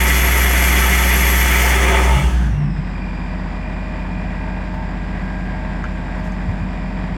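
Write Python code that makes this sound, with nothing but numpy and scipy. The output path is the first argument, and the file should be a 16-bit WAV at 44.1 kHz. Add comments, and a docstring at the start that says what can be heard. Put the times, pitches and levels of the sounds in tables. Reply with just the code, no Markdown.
"""A soil suction machine with a three-cylinder engine works in a garden: filtered noise rushes through
its ribbed hose, whose resonances colour it, and a narrow noise band whistles over a sharp edge.
At about 2 s the draught dies, the slackening hose sighs in noise bands and booms in gliding sines.
The engine of firing-rate tones, struck noise and gear lines then sinks to a clattering, whining idle.
Later, ringing modes click as latches, and damped sines bump dully among grit as someone steps about."""
import sys
import numpy as np
from scipy import signal
from scipy.fft import rfft, irfft
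from scipy.io import wavfile

SR = 44100
rng = np.random.default_rng(int(sys.argv[2]) if len(sys.argv) > 2 else 0)


def unload_audio(sound):
    """Save the sound as a 16-bit wav file, at the path given as the first command line argument."""
    columns = np.transpose(np.atleast_2d(sound))
    # keep every value between -1 and 1, then stretch to whole-number steps
    steps = np.round(np.clip(columns, -1, 1) * 32767)
    wavfile.write(sys.argv[1], SR, steps.astype(np.int16))


N = 316197
TIME = np.arange(N) / SR
FREQ = np.maximum(np.arange(N // 2 + 1) * SR / N, 1)

# exhaust overtones under load and at idle: multiple_of_firing_rate, relative_level_db
LOADED_OVERTONES = [(0.333, -40), (0.667, -39.5), (1.33, -42), (1.67, -48), (2.0, -30), (2.33, -19),
                    (2.67, -33), (3.0, -16), (3.33, -32), (3.67, -50), (4.0, -25.5), (4.33, -39.5),
                    (4.67, -36), (5.0, -24.5), (5.33, -32.5), (5.67, -29.5), (6.0, -49)]
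IDLE_OVERTONES = [(0.333, -36), (0.667, -30), (1.33, -18), (1.67, -9.5), (2.0, -13), (2.33, -36),
                  (2.67, -16), (3.0, -21), (3.33, -11.5), (3.67, -15), (4.0, -6), (4.33, -22.5),
                  (4.67, -38), (5.0, -15.5), (5.33, -17), (5.67, -16), (6.0, -48), (6.33, -38.5),
                  (6.67, -21), (7.0, -24.5), (7.33, -37.5), (7.67, -47), (8.0, -29.5)]
# brief dips of the exhaust note: centre_s, spread_s, change_db
EXHAUST_DIPS = [(2.207, 0.02, -17.5), (2.311, 0.012, -12), (2.61, 0.038, -9)]
# spectra of the clattering block and its bright top: frequency_hz, relative_level_db
CLATTER_BODY_SPECTRUM = [(180, -34.5), (300, -6.5), (336, -6), (372, -5.5), (450, -6.5), (511, -8.5),
                         (582, -7), (616, -4.5), (646, -3), (670, -5), (960, -2.5), (1080, -7.5),
                         (1170, -6), (1300, -13), (1570, -7), (1830, -9), (1980, -9), (2240, -14),
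                         (2410, -17.5), (2800, -39.5), (3640, -49), (6160, -120)]
CLATTER_TOP_SPECTRUM = [(1410, -25.5), (2400, -5), (2480, -6), (2540, -4.5), (3020, -12), (3200, -10.5),
                        (3800, -14.5), (4150, -19), (4450, -18.5), (5000, -23), (5290, -19.5), (6320, -30),
                        (7480, -24.5), (9380, -35), (13100, -46.5), (16500, -46)]
# spectrum of the housing's rumble: frequency_hz, relative_level_db
RUMBLE_SPECTRUM = [(25, -14), (45, -5), (75, -1.5), (115, -4), (160, -2.5), (195, 3), (240, -10), (285, -8),
                   (330, -15.5)]
# spectra of the draught, low to high, and of the last slack air: frequency_hz, relative_level_db
ROAR_SPECTRUM = [(160, -41), (280, -3), (311, -5.5), (334, -10.5), (384, 2), (468, -9.5), (549, -2),
                 (624, -4), (698, -1), (786, -8.5), (892, 2), (991, -9), (1280, -2.5), (1420, -19),
                 (1500, -11), (1950, -44), (3300, -120)]
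HOWL_SPECTRUM = [(820, -19.5), (1400, -3.5), (1520, -3), (1850, 0.5), (2110, 1.5), (2380, -2.5),
                 (2540, -6.5), (2890, -4.5), (3130, -13.5), (3430, -4.5), (3880, -23), (4000, -48.5),
                 (5200, -57.5), (8800, -120)]
HISS_SPECTRUM = [(2240, -44), (3800, -13.5), (4360, -5), (4820, -8), (5500, -6.5), (6080, -2.5), (8370, -6),
                 (9030, -9.5), (9790, -5.5), (10600, -9.5), (11200, -4.5), (11700, -3), (12800, -12),
                 (16200, -15), (17000, -18.5)]
SLACK_AIR_SPECTRUM = [(700, 2), (1000, -8), (1350, -12), (1620, -5), (1900, -1), (2200, -9), (2800, -4),
                      (3300, -3.5), (3900, -16), (5000, -13)]
# sharp air resonances and notches of the hose: frequency_hz, width_hz, lift_db
HOSE_RESONANCES = [(392, 34, 2.5), (630, 31, -12.5), (733, 30, 2), (814, 29, -3), (922, 45, 2),
                   (1304, 21, 6), (1440, 130, -2), (1533, 15, 5.5), (1777, 60, 1.5), (1962, 25, 7.5),
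                   (2046, 16, 5.5), (2133, 18, 8.5), (2306, 20, 8.5), (2420, 17, 8), (2770, 55, -2),
                   (2990, 61, 4), (3210, 36, 6), (3320, 33, 4.5), (3550, 40, -13), (3840, 160, -1.5),
                   (4220, 99, 3), (4600, 107, 0.5), (4880, 100, -2), (5200, 90, 4.5), (6050, 510, 1.5),
                   (8640, 200, 4), (9800, 200, 4.5), (11700, 810, -4)]
# gear whine: multiple_of_firing_rate, level_db, centre_s, spread_s
GEAR_LINES = [(13.59, -41.5, 5.2, 2.2), (15.6, -51, 5.0, 1.8), (35.0, -43.5, 5.4, .85),
              (43.0, -50, 5.0, 1.6)]
# flares of the gear at mid pitch: centre_s, spread_s, level_db
GEAR_FLARES = [(4.04, 0.1, -47), (4.477, 0.055, -42.5), (4.778, 0.05, -38), (5.636, 0.047, -43),
               (6.138, 0.1, -49)]
# brief breathy bands as the draught dies, most of them last sighs of air in the hose: centre_s, spread_s,
# pitch_hz, width_hz, level_db
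SIGH_BANDS = [(2.04, 0.14, 392, 27.78, -30.5), (2.11, .1, 885, 50, -27.5), (2.16, 0.069, 610, 40, -34),
              (2.03, 0.047, 1700, 49.5, -38), (2.2, 0.028, 2220, 200, -30.5), (2.187, 0.046, 1300, 70, -33),
              (2.19, 0.08, 2830, 320, -35.5), (2.19, .06, 3400, 300, -38), (2.2, 0.059, 8350, 350, -46),
              (2.4, 0.11, 1610, 280, -38.5), (2.56, .07, 2740, 83, -55)]
# booms of the emptying hose: centre_s, spread_s, pitch_hz, glide_hz_per_s, level_db
HOSE_BOOMS = [(2.18, 0.04, 136, 110, -18), (2.39, 0.044, 174, 202, -25), (2.46, 0.029, 139, 0, -23),
              (2.534, 0.027, 100, 2, -20.5), (2.63, 0.058, 145.2, -6, -17), (2.66, 0.05, 203.6, -60, -35),
              (2.725, 0.02, 170, -2, -22.5), (2.76, 0.06, 77.4, 0, -28), (2.795, 0.011, 149, -100, -19)]
# lines of the shrill whine: multiple_of_firing_rate, relative_level_db
SHRILL_OVERTONES = [(50.67, -9), (51.67, -6), (52.67, 0), (53.67, -14), (58.0, -13)]
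# spells in which the shrill whine flares up: start_s, end_s, level_db
SHRILL_FLARES = [(2.563, 2.9, -54.5), (2.934, 3.328, -49), (3.565, 4.646, -51.5), (6.58, 6.88, -58)]
# latch clicks: start_s, peak_db, brightness_centre_hz, spread_octaves, scattered_tail_strength
LATCH_CLICKS = [(4.742, -41, 14000, .7, .5), (4.7418, -23, 1700, 1, 4.2), (5.8408, -15, 1650, 0.7, 2.4),
                (5.8405, -29, 4800, 0.64, 1.2), (5.8445, -20.5, 1500, 0.5, 1.5), (5.854, -21, 1950, 0.7, 3),
                (6.321, -35, 6300, 0.3, 1.2)]
# vibration modes of a latch: frequency_hz, relative_level_db, t60_s
LATCH_MODES = [(780, 0, .03), (1410, 12, 0.02), (1510, 15, 0.024), (1610, 9, 0.022), (1700, 3, .07),
               (1990, 0, .04), (2370, 7, 0.025), (2930, 6, .015), (3300, 1, 0.014), (3750, -7, 0.012),
               (6450, 3, .015), (6750, 4, .015), (7800, -4, .015), (11200, -5, .015), (16300, -6, .015)]
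# hose and boots brushing the soil: centre_s, spread_s, level_db
SOIL_BRUSHES = [(5.23, .04, -66), (5.42, .09, -68), (5.945, .02, -66), (6.2, .025, -63),
                (6.262, 0.018, -57), (6.32, .025, -64), (6.52, .1, -66)]
# dull bumps: start_s, level_db, pitch_hz
DULL_BUMPS = [(6.484, -11.5, 91), (6.614, -17.5, 92), (7.035, -21, 158)]

# the governor drops the engine from working speed to idle; rates in firings per second
WORK_HZ, IDLE_HZ, THROTTLE_AT_S, THROTTLE_EASE_S = 61.55, 46.16, 2.58, .088
# the idle undershoots a little, then recovers
UNDERSHOOT_HZ, RECOVER_AT_S, RECOVER_EASE_S = .45, 3.5, .15
EXHAUST_WORK_DB, EXHAUST_IDLE_DB = -15, -25.5
# the exhaust note swells just before the throttle closes
STRAIN_AT_S, STRAIN_S, STRAIN_DB = 2.22, 0.12, 4.5
# reference levels, to which the clatter's body and top add theirs
CLATTER_WORK_DB, CLATTER_IDLE_DB, CLATTER_AT_S, CLATTER_EASE_S = -41, -37, 2.81, 0.16
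RUMBLE_WORK_DB, RUMBLE_IDLE_DB, RUMBLE_SHAKE_DB, RUMBLE_DB_PER_S = -31, -34.5, 3.5, 0.78
TURBINE_WORK_HZ, TURBINE_IDLE_HZ, TURBINE_DB = 6250, 4800, -58
TURBINE_LAG_S, TURBINE_LAG_SHARE = .25, .2
FLUTTER_DB = 0.75   # spread of the draught's roar and howl
WHISTLE_HZ, WHISTLE_RISE_FROM_S, WHISTLE_RISE_HZ_PER_S, WHISTLE_SAG_DB_PER_S = 11610, 1.34, 1600, 9
WAVER_TURNS = 0.018   # phase wander of the gear and shrill whines
FLARE_MULTIPLE, FLARE_REST_DB = 19.36, -50   # the flaring gear, and its level between flares
SIGH_SINK_PER_S = 0.29   # share of the pitch
SHRILL_IDLE_DB, SHRILL_EASE_S = -53.5, 0.0082
GRAINS_PER_S = 4000
CUTOFF_HZ = 16900


def from_db(db):
    """Logarithmic level law: decibels become an amplitude ratio."""
    return 10 ** (np.asarray(db) / 20)


def rms_one(x):
    """Power normalisation: scale to rms 1."""
    return x / np.sqrt(np.mean(x ** 2) + 1e-20)


def white():
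    """Random excitation: fresh white noise."""
    return rng.standard_normal(N)


def colour(x, points, lift_db=0):
    """Linear filtering: shape the spectrum, falling steeply beyond its ends; rms 1."""
    hz, db = np.transpose(points)
    octaves_outside = np.maximum(np.log2(hz[0] / FREQ), 0) + np.maximum(np.log2(FREQ / hz[-1]), 0)
    shape_db = np.interp(np.log(FREQ), np.log(hz), db) - 60 * octaves_outside
    return rms_one(irfft(rfft(x) * from_db(shape_db + lift_db), N))


def drift(rate_hz):
    """Low-passed chance: about this many swings a second, with spread 1."""
    hz = np.arange(2049) * SR / N
    slow = irfft(rfft(rng.standard_normal(4096)) / (1 + (hz / rate_hz) ** 2) ** 2)
    return np.interp(np.linspace(0, len(slow) - 1, N), np.arange(len(slow)), rms_one(slow))


def tone(turns):
    """Simple harmonic motion: a sine of rms 1 from its phase in turns."""
    return np.sqrt(2) * np.sin(2 * np.pi * turns)


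def breathy_tone(hz, width_hz):
    """Narrow-band turbulence: low-passed complex noise shifted to a moving centre; rms 1."""
    sos = signal.butter(2, width_hz / 2, fs=SR, output="sos")
    cloud = signal.sosfilt(sos, white() + 1j * white())
    carrier = np.exp(2j * np.pi * np.cumsum(hz) / SR)
    return rms_one(np.real(cloud * carrier))


def ring(contact, hz, t60_s):
    """Damped resonance: a two-pole mode that a unit click sets ringing at height 1."""
    radius, angle = from_db(-60 / (t60_s * SR)), 2 * np.pi * hz / SR
    poles = [1, -2 * radius * np.cos(angle), radius * radius]
    return signal.lfilter([0, np.sin(angle)], poles, contact + 1e-18)


def swell(centre_s, spread_s):
    """Gaussian envelope: a smooth rise and fall, 1 at its centre."""
    return np.exp(-.5 * ((TIME - centre_s) / spread_s) ** 2)


def step(at_s, ease_s):
    """Smooth transition: 0 to 1 along a hyperbolic tangent."""
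    return .5 + .5 * np.tanh((TIME - at_s) / (2 * ease_s))


def since(from_s):
    """Elapsed time: seconds gone by after a moment, zero before it."""
    return np.maximum(TIME - from_s, 0)


def fade(level_db, from_s, fall_db_per_s):
    """Exponential decay: a level in decibels that holds, then falls steadily."""
    return level_db - fall_db_per_s * since(from_s)


def exhaust(turns, load, loaded_db, idle_db, unsteady):
    """Periodic pulsation: the firing note, with lines at thirds of its rate from unequal cylinders."""
    note = from_db(EXHAUST_WORK_DB) * load + from_db(EXHAUST_IDLE_DB) * (1 - load)
    swing_db = STRAIN_DB * swell(STRAIN_AT_S, STRAIN_S)
    for centre_s, spread_s, change_db in EXHAUST_DIPS:
        swing_db += change_db * swell(centre_s, spread_s)
    out = note * from_db(swing_db) * tone(turns)
    loaded_gain, idle_gain = from_db(loaded_db) * load, from_db(idle_db) * (1 - load)
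    for overtones, gain in (LOADED_OVERTONES, loaded_gain), (IDLE_OVERTONES, idle_gain):
        for multiple, db in overtones:
            thirds = round(multiple * 3)
            line = tone(turns * thirds / 3 + rng.random())
            out += gain * from_db(db) * (1 + unsteady * drift(3.8)) * line
    return out


def firings(turns, jitter_s, spread_db, count=3):
    """Impulsive excitation: one train of slightly uneven clicks for each cylinder."""
    at = np.flatnonzero(np.diff(np.floor(turns)) > 0)
    chance = rng.standard_normal((len(at), 2))
    at = np.clip(at + (chance[:, 0] * jitter_s * SR).astype(int), 0, N - 1)
    trains = np.zeros((count, N))
    trains[np.arange(len(at)) % count, at] = from_db(spread_db * chance[:, 1])
    return trains


def clatter(turns, knock_t60_s, loose, throb, body_db, top_db):
    """Impulse response: each cylinder knocks the block in its own way; loose parts add pulsing noise."""
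    age = TIME[:SR // 10]
    decay = from_db(-60 * age / knock_t60_s)
    knocks = np.zeros(N)
    for train in firings(turns, jitter_s=.0001, spread_db=2.0):
        response = decay * rng.standard_normal(len(age))
        knocks += signal.fftconvolve(train, response)[:N]
    knocks = rms_one(knocks)
    pulse = 1 + throb * np.cos(4 * np.pi * turns)   # two valves seat for each firing
    body = from_db(body_db) * colour(knocks + loose * white() * pulse, CLATTER_BODY_SPECTRUM)
    top = colour(0.7 * knocks + white() * pulse, CLATTER_TOP_SPECTRUM)
    top *= from_db(top_db + 0.6 * drift(25))
    idling = step(CLATTER_AT_S, CLATTER_EASE_S)
    return from_db(CLATTER_WORK_DB * (1 - idling) + CLATTER_IDLE_DB * idling) * (body + top)


def rumble(load):
    """Forced vibration: the housing's low noise shakes as the engine slows, then builds up at idle."""
    idle_db = RUMBLE_IDLE_DB + RUMBLE_DB_PER_S * since(THROTTLE_AT_S)
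    braking = 4 * load * (1 - load)   # 1 at the middle of the slowing
    level_db = RUMBLE_WORK_DB * load + idle_db * (1 - load) + RUMBLE_SHAKE_DB * braking
    return from_db(level_db) * colour(white(), RUMBLE_SPECTRUM)


def turbine(load, width_hz, overtone_db, overtone_width_hz):
    """Rotational inertia: breathy bands follow the engine's speed down but settle late."""
    late = np.exp(-since(THROTTLE_AT_S) / TURBINE_LAG_S)
    speed = load + TURBINE_LAG_SHARE * (1 - load) ** 2 * late
    hz = TURBINE_IDLE_HZ + (TURBINE_WORK_HZ - TURBINE_IDLE_HZ) * speed
    overtone = np.sqrt(1 - load) * from_db(overtone_db) * breathy_tone(1.52 * hz, overtone_width_hz)
    bands = from_db(TURBINE_DB) * (breathy_tone(hz, width_hz) + overtone)
    # a narrower, clearer sigh swells around 3 s
    sigh = from_db(-58) * swell(centre_s=3, spread_s=0.5) * breathy_tone(hz, width_hz=240)
    return bands + sigh


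def hose_response(ripple_db):
    """Pipe resonance: sharp peaks and notches, with a comb from standing waves in a metre of pipe."""
    response_db = sum(db * np.exp(-2 * ((FREQ - hz) / width) ** 2) for hz, width, db in HOSE_RESONANCES)
    comb = np.cos(2 * np.pi * FREQ / 166.4)
    depth = np.interp(FREQ, [2510, 6000, 9000, 13020], [0.19, 1.0, 0.95, .3])
    return response_db + ripple_db * comb * depth


def roar(hose_db):
    """Low turbulence: hose-coloured noise that surges before the draught dies."""
    level_db = fade(level_db=-26, from_s=1.994, fall_db_per_s=31)
    level_db += 6 * swell(centre_s=1.96, spread_s=0.21)
    return from_db(level_db + FLUTTER_DB * drift(38)) * colour(white(), ROAR_SPECTRUM, hose_db)


def howl(hose_db, slack_db):
    """Resonant turbulence: the hose's howl crossfades at equal power into slack air."""
    level_db = fade(level_db=-19.3, from_s=1.977, fall_db_per_s=48)
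    slack = np.interp(TIME, [2.17, 2.42], [0, 1])
    howling = np.sqrt(1 - slack) * colour(white(), HOWL_SPECTRUM, hose_db)
    slackening = np.sqrt(slack) * from_db(slack_db) * colour(white(), SLACK_AIR_SPECTRUM)
    return from_db(level_db + FLUTTER_DB * drift(34)) * (howling + slackening)


def hiss(hose_db, dulling):
    """Jet noise: high turbulence whose upper part weakens faster as the flow slows."""
    level_db = fade(level_db=-26.77, from_s=2.183, fall_db_per_s=35)
    level_db -= 12.5 * since(1.71)   # it sags before it dies
    jet = colour(white(), HISS_SPECTRUM, hose_db)
    dull = signal.sosfilt(signal.butter(1, 6500, fs=SR, output="sos"), jet)
    bright = from_db(dulling * (level_db - level_db[0]))
    return from_db(level_db + 0.8 * drift(30)) * (dull + bright * (jet - dull))


def whistle():
    """Edge tone: air over a sharp edge makes a narrow band that glides up, weakens and breaks off."""
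    rising_s = np.minimum(since(WHISTLE_RISE_FROM_S), 1)
    hz = WHISTLE_HZ + WHISTLE_RISE_HZ_PER_S * rising_s
    level_db = fade(level_db=-30.5, from_s=1.68, fall_db_per_s=146) - WHISTLE_SAG_DB_PER_S * rising_s
    edge_tone = breathy_tone(hz + 18 * drift(20), width_hz=140)
    halo = 0.79 * breathy_tone(hz, width_hz=880)
    return from_db(level_db + 0.8 * drift(13.4)) * (edge_tone + halo)


def suction():
    """Flow noise: the parts of the draught sound together, and the last of it closes by 2.7 s."""
    hose_db = hose_response(ripple_db=4.0)
    draught = roar(hose_db) + howl(hose_db, slack_db=-0.5) + hiss(hose_db, dulling=.8) + whistle()
    return draught * np.interp(TIME, [2.45, 2.7], [1, 0])


def gear_whine(turns, firing_hz):
    """Tooth meshing: lines locked to the engine's speed, swelling fitfully at idle."""
    # the lowest gear first sings hoarsely around 1 s
    hoarse = breathy_tone(firing_hz * GEAR_LINES[0][0], width_hz=55)
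    out = from_db(-38) * swell(centre_s=1, spread_s=0.2) * hoarse
    idling = step(2.9, 0.18)
    for multiple, db, centre_s, spread_s in GEAR_LINES:
        line = tone(turns * multiple + WAVER_TURNS * drift(7.5))
        out += idling * swell(centre_s, spread_s) * from_db(db + 2.0 * drift(4.2)) * line
    flares = from_db(FLARE_REST_DB) * step(3.7, .1)
    for centre_s, spread_s, db in GEAR_FLARES:
        flares += from_db(db) * swell(centre_s, spread_s)
    return out + flares * tone(turns * FLARE_MULTIPLE + 0.12 * drift(30))


def sighs(rough_db):
    """Resonant flow: brief breathy bands swell and sink in pitch; most are the last air sighing through narrow
    hose resonances."""
    out = np.zeros(N)
    for centre_s, spread_s, hz, width_hz, db in SIGH_BANDS:
        sinking_hz = hz * (1 - SIGH_SINK_PER_S * np.clip(TIME - centre_s, -1, 1))
        level = from_db(db + rough_db * drift(45)) * swell(centre_s, spread_s)
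        out += level * breathy_tone(sinking_hz, width_hz)
    return out


def booms(rough_db, wobble):
    """Air-column resonance: short, rough, overlapping notes swell while the pressure evens out."""
    out = np.zeros(N)
    for centre_s, spread_s, hz, glide, db in HOSE_BOOMS:
        age = TIME - centre_s
        turns = hz * age + glide * age ** 2 / 2 + wobble * drift(30)
        out += from_db(db + rough_db * drift(45)) * swell(centre_s, spread_s) * tone(turns)
    return out


def shrill_whine(turns):
    """Line spectrum: high lines locked to the engine flicker faintly at idle and flare up in spells."""
    wander = WAVER_TURNS * drift(14)
    level = from_db(SHRILL_IDLE_DB) * step(SHRILL_FLARES[1][0], SHRILL_EASE_S)
    for start_s, end_s, db in SHRILL_FLARES:
        level += from_db(db) * (step(start_s, SHRILL_EASE_S) - step(end_s, SHRILL_EASE_S))
    lines = sum(from_db(db) * tone(turns * multiple + wander) for multiple, db in SHRILL_OVERTONES)
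    return level * from_db(1.9 * drift(25)) * lines


def latches(scrape_s, scrape, crack, scatter_t60_s):
    """Modal excitation: gritty contacts ring the latch's modes, with a short tail scattered by the yard."""
    out = np.zeros(N)
    age = TIME[:SR // 5]
    for start_s, peak_db, centre_hz, octaves, scatter in LATCH_CLICKS:
        contact = (age == 0) + scrape * rng.standard_normal(len(age)) * np.exp(-age / scrape_s)
        modes = sum(from_db(db) * ring(contact, hz, t60_s) for hz, db, t60_s in LATCH_MODES)
        tail = scatter * rng.standard_normal(len(age)) * from_db(-60 * age / scatter_t60_s)
        click = crack * contact + modes + tail
        edges = np.clip(centre_hz * 2. ** np.array([-octaves, octaves]), 20, .45 * SR)
        click = signal.sosfilt(signal.butter(1, edges, "band", fs=SR, output="sos"), click)
        click = signal.sosfilt(signal.butter(2, edges[1], fs=SR, output="sos"), click)
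        at = round(start_s * SR)
        out[at:at + len(age)] += from_db(peak_db) * click / np.abs(click).max()
    return out


def footwork(bump_s, grain_db):
    """Granular friction and damped impact: clumps of grit are brushed, and soft bumps die quickly."""
    grains = (rng.random(N) < GRAINS_PER_S / SR) * white() * from_db(grain_db * drift(150))
    grit = colour(grains, [(3000, -2), (7000, 7), (9500, -2), (12500, -5), (17000, -15)])
    out = grit * sum(from_db(db) * swell(centre_s, spread_s) for centre_s, spread_s, db in SOIL_BRUSHES)
    for start_s, db, hz in DULL_BUMPS:
        age = since(start_s)
        envelope = age / bump_s * np.exp(1 - age / bump_s)
        out -= from_db(db) * envelope * np.sin(2 * np.pi * hz * age)
    return out


def scene():
    """Superposition: engine, draught and small noises add in the open air."""
    load = 1 - step(THROTTLE_AT_S, THROTTLE_EASE_S)
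    idle_hz = IDLE_HZ - UNDERSHOOT_HZ * (1 - step(RECOVER_AT_S, RECOVER_EASE_S))
    firing_hz = WORK_HZ * load + idle_hz * (1 - load)
    turns = np.cumsum(firing_hz) / SR
    engine = exhaust(turns, load, loaded_db=-15.0, idle_db=-25.5, unsteady=0.062)
    engine += clatter(turns, knock_t60_s=0.29, loose=0.76, throb=0.083, body_db=3.0, top_db=-9.8)
    engine += rumble(load)
    engine += turbine(load, width_hz=540, overtone_db=-8.5, overtone_width_hz=630)
    engine += gear_whine(turns, firing_hz) + shrill_whine(turns)
    hose = suction() + sighs(rough_db=2) + booms(rough_db=1.5, wobble=0.027)
    clicks = latches(scrape_s=0.0017, scrape=0.05, crack=12, scatter_t60_s=.11)
    steps = footwork(bump_s=0.0071, grain_db=2)
    return (engine + hose + clicks + steps)[None]


def record(dry):
    """Band limiting: the ends are eased and the top is cut steeply."""
    eased = dry * np.interp(TIME, [0, .006, TIME[-1] - .003, TIME[-1]], [0, 1, 1, 0])
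    return signal.sosfilt(signal.ellip(10, .1, 80, CUTOFF_HZ, fs=SR, output="sos"), eased)


dry = scene()
out = record(dry)
unload_audio(out)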